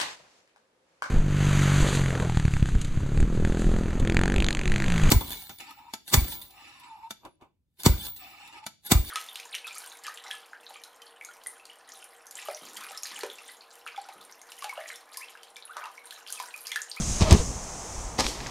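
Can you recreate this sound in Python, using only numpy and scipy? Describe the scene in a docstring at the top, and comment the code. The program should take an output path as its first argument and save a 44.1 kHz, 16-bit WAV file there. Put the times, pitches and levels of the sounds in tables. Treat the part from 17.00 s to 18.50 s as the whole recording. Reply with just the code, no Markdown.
"""A creek bank outdoors, one microphone by a board ramp: a bicycle coasts up, jumps and lands across it.
Close by, each wheel clacks on the lip and thumps the board into a boom, and the tyre tread hums over it.
The freewheel's pawls hiss away through the air. On the far bank the tyres crunch into dirt and twigs
and the bike rattles on. Light wind and a distant outdoor wash lie underneath."""
import sys
import numpy as np
from scipy import signal
from scipy.fft import rfft, irfft
from scipy.io import wavfile

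SR = 44100
rng = np.random.default_rng(int(sys.argv[2]) if len(sys.argv) > 2 else 0)


def transcribe(u):
    """Save the signal u as a 16-bit wav file named by the first command-line argument.

    u: samples, shape (n,) or (channels, n), limited to [-1, 1]; the rate is SR.
    q: integer samples, one column per channel.
    """
    v = np.clip(np.atleast_2d(u).T, -1, 1)
    q = np.round(v * 32767).astype(np.int16)
    wavfile.write(sys.argv[1], SR, q)


N = 66150
TIME = np.arange(N) / SR

# spectrum of chatter and scuffing on the ramp: (frequency [Hz], level [dB])
CHATTER_SPECTRUM = [(60, -8.5), (200, -6.5), (400, -7), (1100, -7), (1450, -20.5), (1900, -16),
                    (3500, -17.5), (6000, -19), (9000, -32), (16000, -52)]


def from_db(db):
    """Decibels to gain."""
    return 10 ** (np.asarray(db) / 20)


def unit_rms(x):
    """Scale to unit power."""
    return x / np.sqrt(np.mean(x ** 2) + 1e-20)


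def fader(points):
    """Gain over time from (time [s], level [dB]) points."""
    return from_db(np.interp(TIME, *np.transpose(points)))


def drift(rate_hz):
    """Smooth random wander of unit power."""
    pole = np.exp(-2 * np.pi * rate_hz / SR)
    return unit_rms(signal.lfilter([1], [1, -2 * pole, pole * pole], rng.standard_normal(2 * N))[N:])


def colour(x, spectrum):
    """Causal filter of unit power gain along (frequency [Hz], level [dB]) points."""
    size = 2 * N
    hz, db = np.transpose(spectrum)
    freqs = np.maximum(np.fft.rfftfreq(size, 1 / SR), 1)
    octaves_outside = np.maximum(np.log2(freqs / hz[-1]), 0) + np.maximum(np.log2(hz[0] / freqs), 0)
    gain = unit_rms(from_db(np.interp(np.log(freqs), np.log(hz), db) - 10 * octaves_outside))
    cepstrum = irfft(np.log(gain))
    cepstrum[1:N] *= 2  # fold to minimum phase
    cepstrum[N + 1:] = 0
    return irfft(rfft(x, size) * np.exp(rfft(cepstrum)))[:N]


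def noise(spectrum):
    """Steady coloured noise, already under way at the start."""
    return colour(rng.standard_normal(2 * N), spectrum)


def burst(peak_s, rise_s, t60):
    """Envelope that climbs 20 dB per rise_s to its peak, then falls 60 dB in t60 seconds."""
    return from_db(-20 * np.maximum(peak_s - TIME, 0) / rise_s - 60 * np.maximum(TIME - peak_s, 0) / t60)


def grains(per_s=7000, spread_db=1):
    """Dense tiny clicks of uneven size."""
    sizes = from_db(spread_db * np.minimum(rng.exponential(1, N), 4)) * rng.choice([-1, 1], N)
    return unit_rms(sizes * (rng.random(N) < per_s / SR))


def ring(force, hz, t60):
    """One mode: a unit click sets a sine of height 1 ringing."""
    decay, step = from_db(-60 / (t60 * SR)), 2 * np.pi * hz / SR
    return signal.lfilter([0, np.sin(step)], [1, -2 * decay * np.cos(step), decay * decay], force + 1e-18)


def push(start_s, contact_s):
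    """A soft contact: a rounded force pulse of unit area."""
    age = np.maximum(TIME - start_s, 0) / contact_s
    pulse = age * np.exp(-2 * np.pi * age)
    return pulse / pulse.sum()


def board_booms(start_hz=111.7, end_hz=48, settle_s=0.015, rise_s=0.0072):
    """The loaded board swings for a few cycles, sinking in pitch as the wheel leaves."""
    # each wheel flexes the board: (time [s], level [dB])
    flexes = [(.2190, -11), (.3200, -2.5)]
    out = np.zeros(N)
    for s, db in flexes:
        age = np.maximum(TIME - s, 0)
        cycles = end_hz * age + (start_hz - end_hz) * settle_s * (1 - np.exp(-age / settle_s))
        swell = age / rise_s * np.exp(1 - age / rise_s)
        out -= from_db(db) * swell * np.sin(2 * np.pi * cycles)
    return out


def ramp_knocks():
    """The wheels knock the board into its modes and set loose parts chattering."""
    # wheel strikes and rebounds: (time [s], level [dB], contact [s])
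    thumps = [(.2100, -17.5, 0.0023), (.2200, -14.5, 0.0036), (.3100, -16.5, 0.0019), (.3205, -7, 0.0023),
              (0.347, -10, 0.0031)]
    # modes of the board: (frequency [Hz], level [dB], t60 [s])
    modes = [(126, -16, 0.12), (184.3, -2.5, 0.079), (223, -4.5, 0.09), (356.3, -2.5, .12),
             (412.5, -5.5, .11), (473.4, -10, .1), (582, -12, 0.079), (660, -6, 0.052), (733, -9, 0.088),
             (980, -14, .07), (1175, -12, 0.067)]
    # each wheel shakes ramp and bike: (time [s], level [dB], t60 [s])
    shakes = [(0.223, -24.5, 0.18), (0.321, -19, 0.17)]
    force = -sum(from_db(db) * push(s, contact_s) for s, db, contact_s in thumps)
    ringing = sum(from_db(db) * ring(force, hz, t60) for hz, db, t60 in modes)
    shaking = sum(from_db(db) * burst(s, rise_s=0.034, t60=t60) for s, db, t60 in shakes)
    return ringing + colour(shaking * grains(), CHATTER_SPECTRUM)


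def clacks(top_hz=8600):
    """Rim, chain and frame knock hard: short cracks, each through one broad resonance."""
    # hard knocks: (time [s], level [dB], t60 [s], centre [Hz], width [share of centre])
    knocks = [(.021, -35, 0.017, 3500, .6), (0.2089, -19, 0.0085, 4700, .5),
              (.2153, -19.5, 0.0076, 3560, 0.33), (0.223, -24, 0.043, 4950, 0.49),
              (.3100, -12.5, 0.0086, 5900, 0.44), (0.3147, -17.5, 0.0073, 4150, .6),
              (0.327, -11.5, 0.01, 5260, 0.98), (1.1982, -18, 0.014, 5240, 0.38),
              (1.2062, -15.5, 0.01, 4870, 0.53), (1.2656, -18, 0.015, 2970, 1.3),
              (1.404, -37.5, 0.046, 1900, .8), (1.462, -38, 0.085, 1700, .8),
              (1.4687, -30, 0.012, 5300, 0.48)]
    lowpass = signal.butter(4, top_hz, fs=SR, output="sos")
    out = np.zeros(N)
    for s, db, t60, hz, width in knocks:
        edges_hz = [hz / (1 + width / 2), hz * (1 + width / 2)]
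        resonance = signal.butter(1, edges_hz, "band", fs=SR, output="sos")
        crack = signal.sosfilt(lowpass, signal.sosfilt(resonance, rng.standard_normal(N)))
        out += from_db(db) * burst(s, rise_s=0.00053, t60=t60) * unit_rms(crack)
    return out


def tread_hum(edge_s=0.018, sag_hz_per_s=700, wobble=0.027, flutter=0.55, overtone_db=-12, scuff_db=-3):
    """Tyre knobs drum unevenly on the board, sinking in pitch as the bike climbs."""
    # each tyre's pass: (start [s], end [s], starting pitch [Hz], level [dB])
    passes = [(.255, 0.32, 642, -30), (.385, 0.423, 500, -36)]
    out = np.zeros(N)
    for start, end, start_hz, db in passes:
        on_board = np.clip(np.minimum(TIME - start, end - TIME) / edge_s + .5, 0, 1)
        hz = (start_hz - sag_hz_per_s * (TIME - start)) * (1 + wobble * drift(rate_hz=60))
        phase = 2 * np.pi * np.cumsum(hz) / SR
        grip = 1 + flutter * drift(rate_hz=90)
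        hum = unit_rms(grip * (np.sin(phase) + from_db(overtone_db) * np.sin(2 * phase)))
        scuff = from_db(scuff_db) * colour(grains(), CHATTER_SPECTRUM)
        out += from_db(db) * on_board * (hum + scuff)
    return out


def touchdown():
    """The wheels hit the far bank and the whole bike gives a hollow knock."""
    # wheel strikes: (time [s], level [dB])
    strikes = [(1.1886, -23.5), (1.1975, -27), (1.2056, -25)]
    # modes of tyre, rim and frame: (frequency [Hz], level [dB], t60 [s])
    modes = [(271.4, 2, 0.09), (535, 1, 0.058), (802, 1, 0.057), (914, 1, .05), (1033, -3, .05),
             (1218, -1, 0.058), (1696, -4, 0.081), (2100, 1, 0.043), (2240, -7, .05)]
    force = sum(from_db(db) * push(s, contact_s=0.00063) for s, db in strikes)
    return sum((-1) ** k * from_db(db) * ring(force, hz, t60) for k, (hz, db, t60) in enumerate(modes))


def far_bank(roll_db=-42.5, thud_db=-33, skid_db=-33):
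    """Dirt and twigs crunch under the landing; the rear tyre thuds, skids and rolls on."""
    # tyres bite into the bank: (time [s], level [dB], t60 [s])
    bites = [(1.190, -22.5, 0.07), (1.204, -26, 0.17), (1.243, -34.5, .25)]
    # crunching dirt, thudding soil and skidded grass, each (frequency [Hz], level [dB])
    dirt_spectrum = [(60, -7), (230, -3.5), (600, -7.5), (950, -5), (1250, -10.5), (1500, -19),
                     (2000, -6.5), (2600, -11.5), (5400, -7), (7500, -14.5), (10000, -23), (13000, -29),
                     (15500, -51)]
    soil_spectrum = [(60, -3), (150, 1), (300, -2.5), (480, 1), (700, -20), (1500, -32)]
    grass_spectrum = [(1500, -16), (3500, -4), (6000, -1), (8500, -7), (11000, -14), (13500, -23),
                      (16000, -36)]
    bite = sum(from_db(db) * burst(s, rise_s=0.0098, t60=t60) for s, db, t60 in bites)
    roll = from_db(roll_db) * (TIME > bites[0][0])
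    thud = from_db(thud_db) * burst(1.25, rise_s=0.043, t60=0.29) * noise(soil_spectrum)
    skid = from_db(skid_db) * burst(1.286, rise_s=0.075, t60=0.29) * colour(grains(), grass_spectrum)
    crunch = colour(np.hypot(bite, roll) * grains(), dirt_spectrum)
    return crunch + thud + skid


def low_bumps():
    """The ramp drops back, then the bike bottoms out: soft, heavy contacts, felt more than heard."""
    # dull bumps: (time [s], level [dB], frequency [Hz], t60 [s])
    bumps = [(0.393, -13, 41.5, 0.098), (1.25, -22, 50, 0.16)]
    return -sum(from_db(db) * ring(push(s, contact_s=0.012), hz, t60) for s, db, hz, t60 in bumps)


def freewheel(pawl_hz=260.6, pawl_depth=0.083):
    """Pawl ticks run together into a bright hiss that fades with distance."""
    # hiss at the microphone: (time [s], level [dB])
    levels = [(0, -35), (.1, -32.5), (.19, -34.5), (.27, -42.5), (.36, -35), (.46, -37.5), (.6, -42),
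              (.8, -42), (1.02, -42), (1.17, -47.5), (1.5, -54)]
    # spectrum of the hiss: (frequency [Hz], level [dB])
    spectrum = [(2000, -19), (4300, -18), (5300, -8), (6300, -1.5), (7500, -6.5), (9000, -12.5),
                (11000, -25), (15500, -41)]
    phase = 2 * np.pi * np.cumsum(pawl_hz * (1 + .03 * drift(rate_hz=5.4))) / SR
    ticks = unit_rms((1 + pawl_depth * np.cos(phase)) * rng.standard_normal(N))
    return fader(levels) * colour(ticks, spectrum)


def chain_rattle(peak_db=-35.5):
    """The links tick in a brief bright spray as the rear wheel slams onto the board."""
    # spectrum of the links: (frequency [Hz], level [dB])
    spectrum = [(3000, -17), (7000, -5), (10000, 5), (15500, -6)]
    return from_db(peak_db) * burst(0.327, rise_s=0.016, t60=0.041) * colour(grains(), spectrum)


def grass_swish():
    """Grass brushes the tyres on the run-up, falling away as the bike takes off."""
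    # swish at the microphone: (time [s], level [dB])
    levels = [(0, -48), (.2, -44), (.38, -38), (.46, -56)]
    # spectrum of the swish: (frequency [Hz], level [dB])
    spectrum = [(600, -3), (1000, 0), (1500, -5.5), (3200, 0), (6000, -2), (10000, -13), (15000, -27)]
    return fader(levels) * colour(grains(), spectrum)


def background(wash_db=-43):
    """Wind and rolling tyres rumble; the ground and the settling ramp drum; a far wash lies behind."""
    # rumble and drumming at the microphone, each (time [s], level [dB])
    rumble_levels = [(0, -30), (.04, -32.5), (.1, -30.5), (.18, -33.5), (.3, -24.5), (.4, -32.5),
                     (.47, -33.5), (.58, -41.5), (.84, -47.5), (.92, -41.5), (1.01, -35.5), (1.1, -39),
                     (1.16, -43), (1.5, -47)]
    drumming_levels = [(0, -28.5), (.04, -36.5), (.1, -35.5), (.18, -41.5), (.28, -38), (.38, -35.5),
                       (.5, -38.5), (.6, -49), (1.1, -61.5), (1.5, -46)]
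    # spectra of the three layers, each (frequency [Hz], level [dB])
    rumble_spectrum = [(20, -1.5), (42, 1), (75, -2), (125, -14.5), (250, -27), (600, -46.5)]
    drumming_spectrum = [(50, -32.5), (120, 5), (230, 0), (400, -13), (1000, -25), (4000, -45)]
    wash_spectrum = [(25, -8), (150, -2.5), (320, -4.5), (800, -0.5), (1150, -5), (1600, -12.5),
                     (2400, -16.5), (4000, -31), (8000, -30), (16000, -39)]
    rumble = fader(rumble_levels) * noise(rumble_spectrum)
    drumming = fader(drumming_levels) * noise(drumming_spectrum)
    return rumble + drumming + from_db(wash_db) * noise(wash_spectrum)


def scene():
    """Both banks reach one microphone, the same in both channels."""
    take_off = grass_swish() + tread_hum() + board_booms() + ramp_knocks() + chain_rattle()
    landing = touchdown() + far_bank()
    return np.tile(take_off + landing + low_bumps() + clacks() + freewheel() + background(), (2, 1))


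def record(dry, clip_level=0.68, stop_hz=17000):
    """The heaviest thump overloads the microphone input; a steep filter cuts the top."""
    lowpass = signal.cheby2(12, 70, stop_hz, fs=SR, output="sos")
    return signal.sosfilt(lowpass, np.clip(dry, -clip_level, clip_level))


dry = scene()
out = record(dry)
transcribe(out)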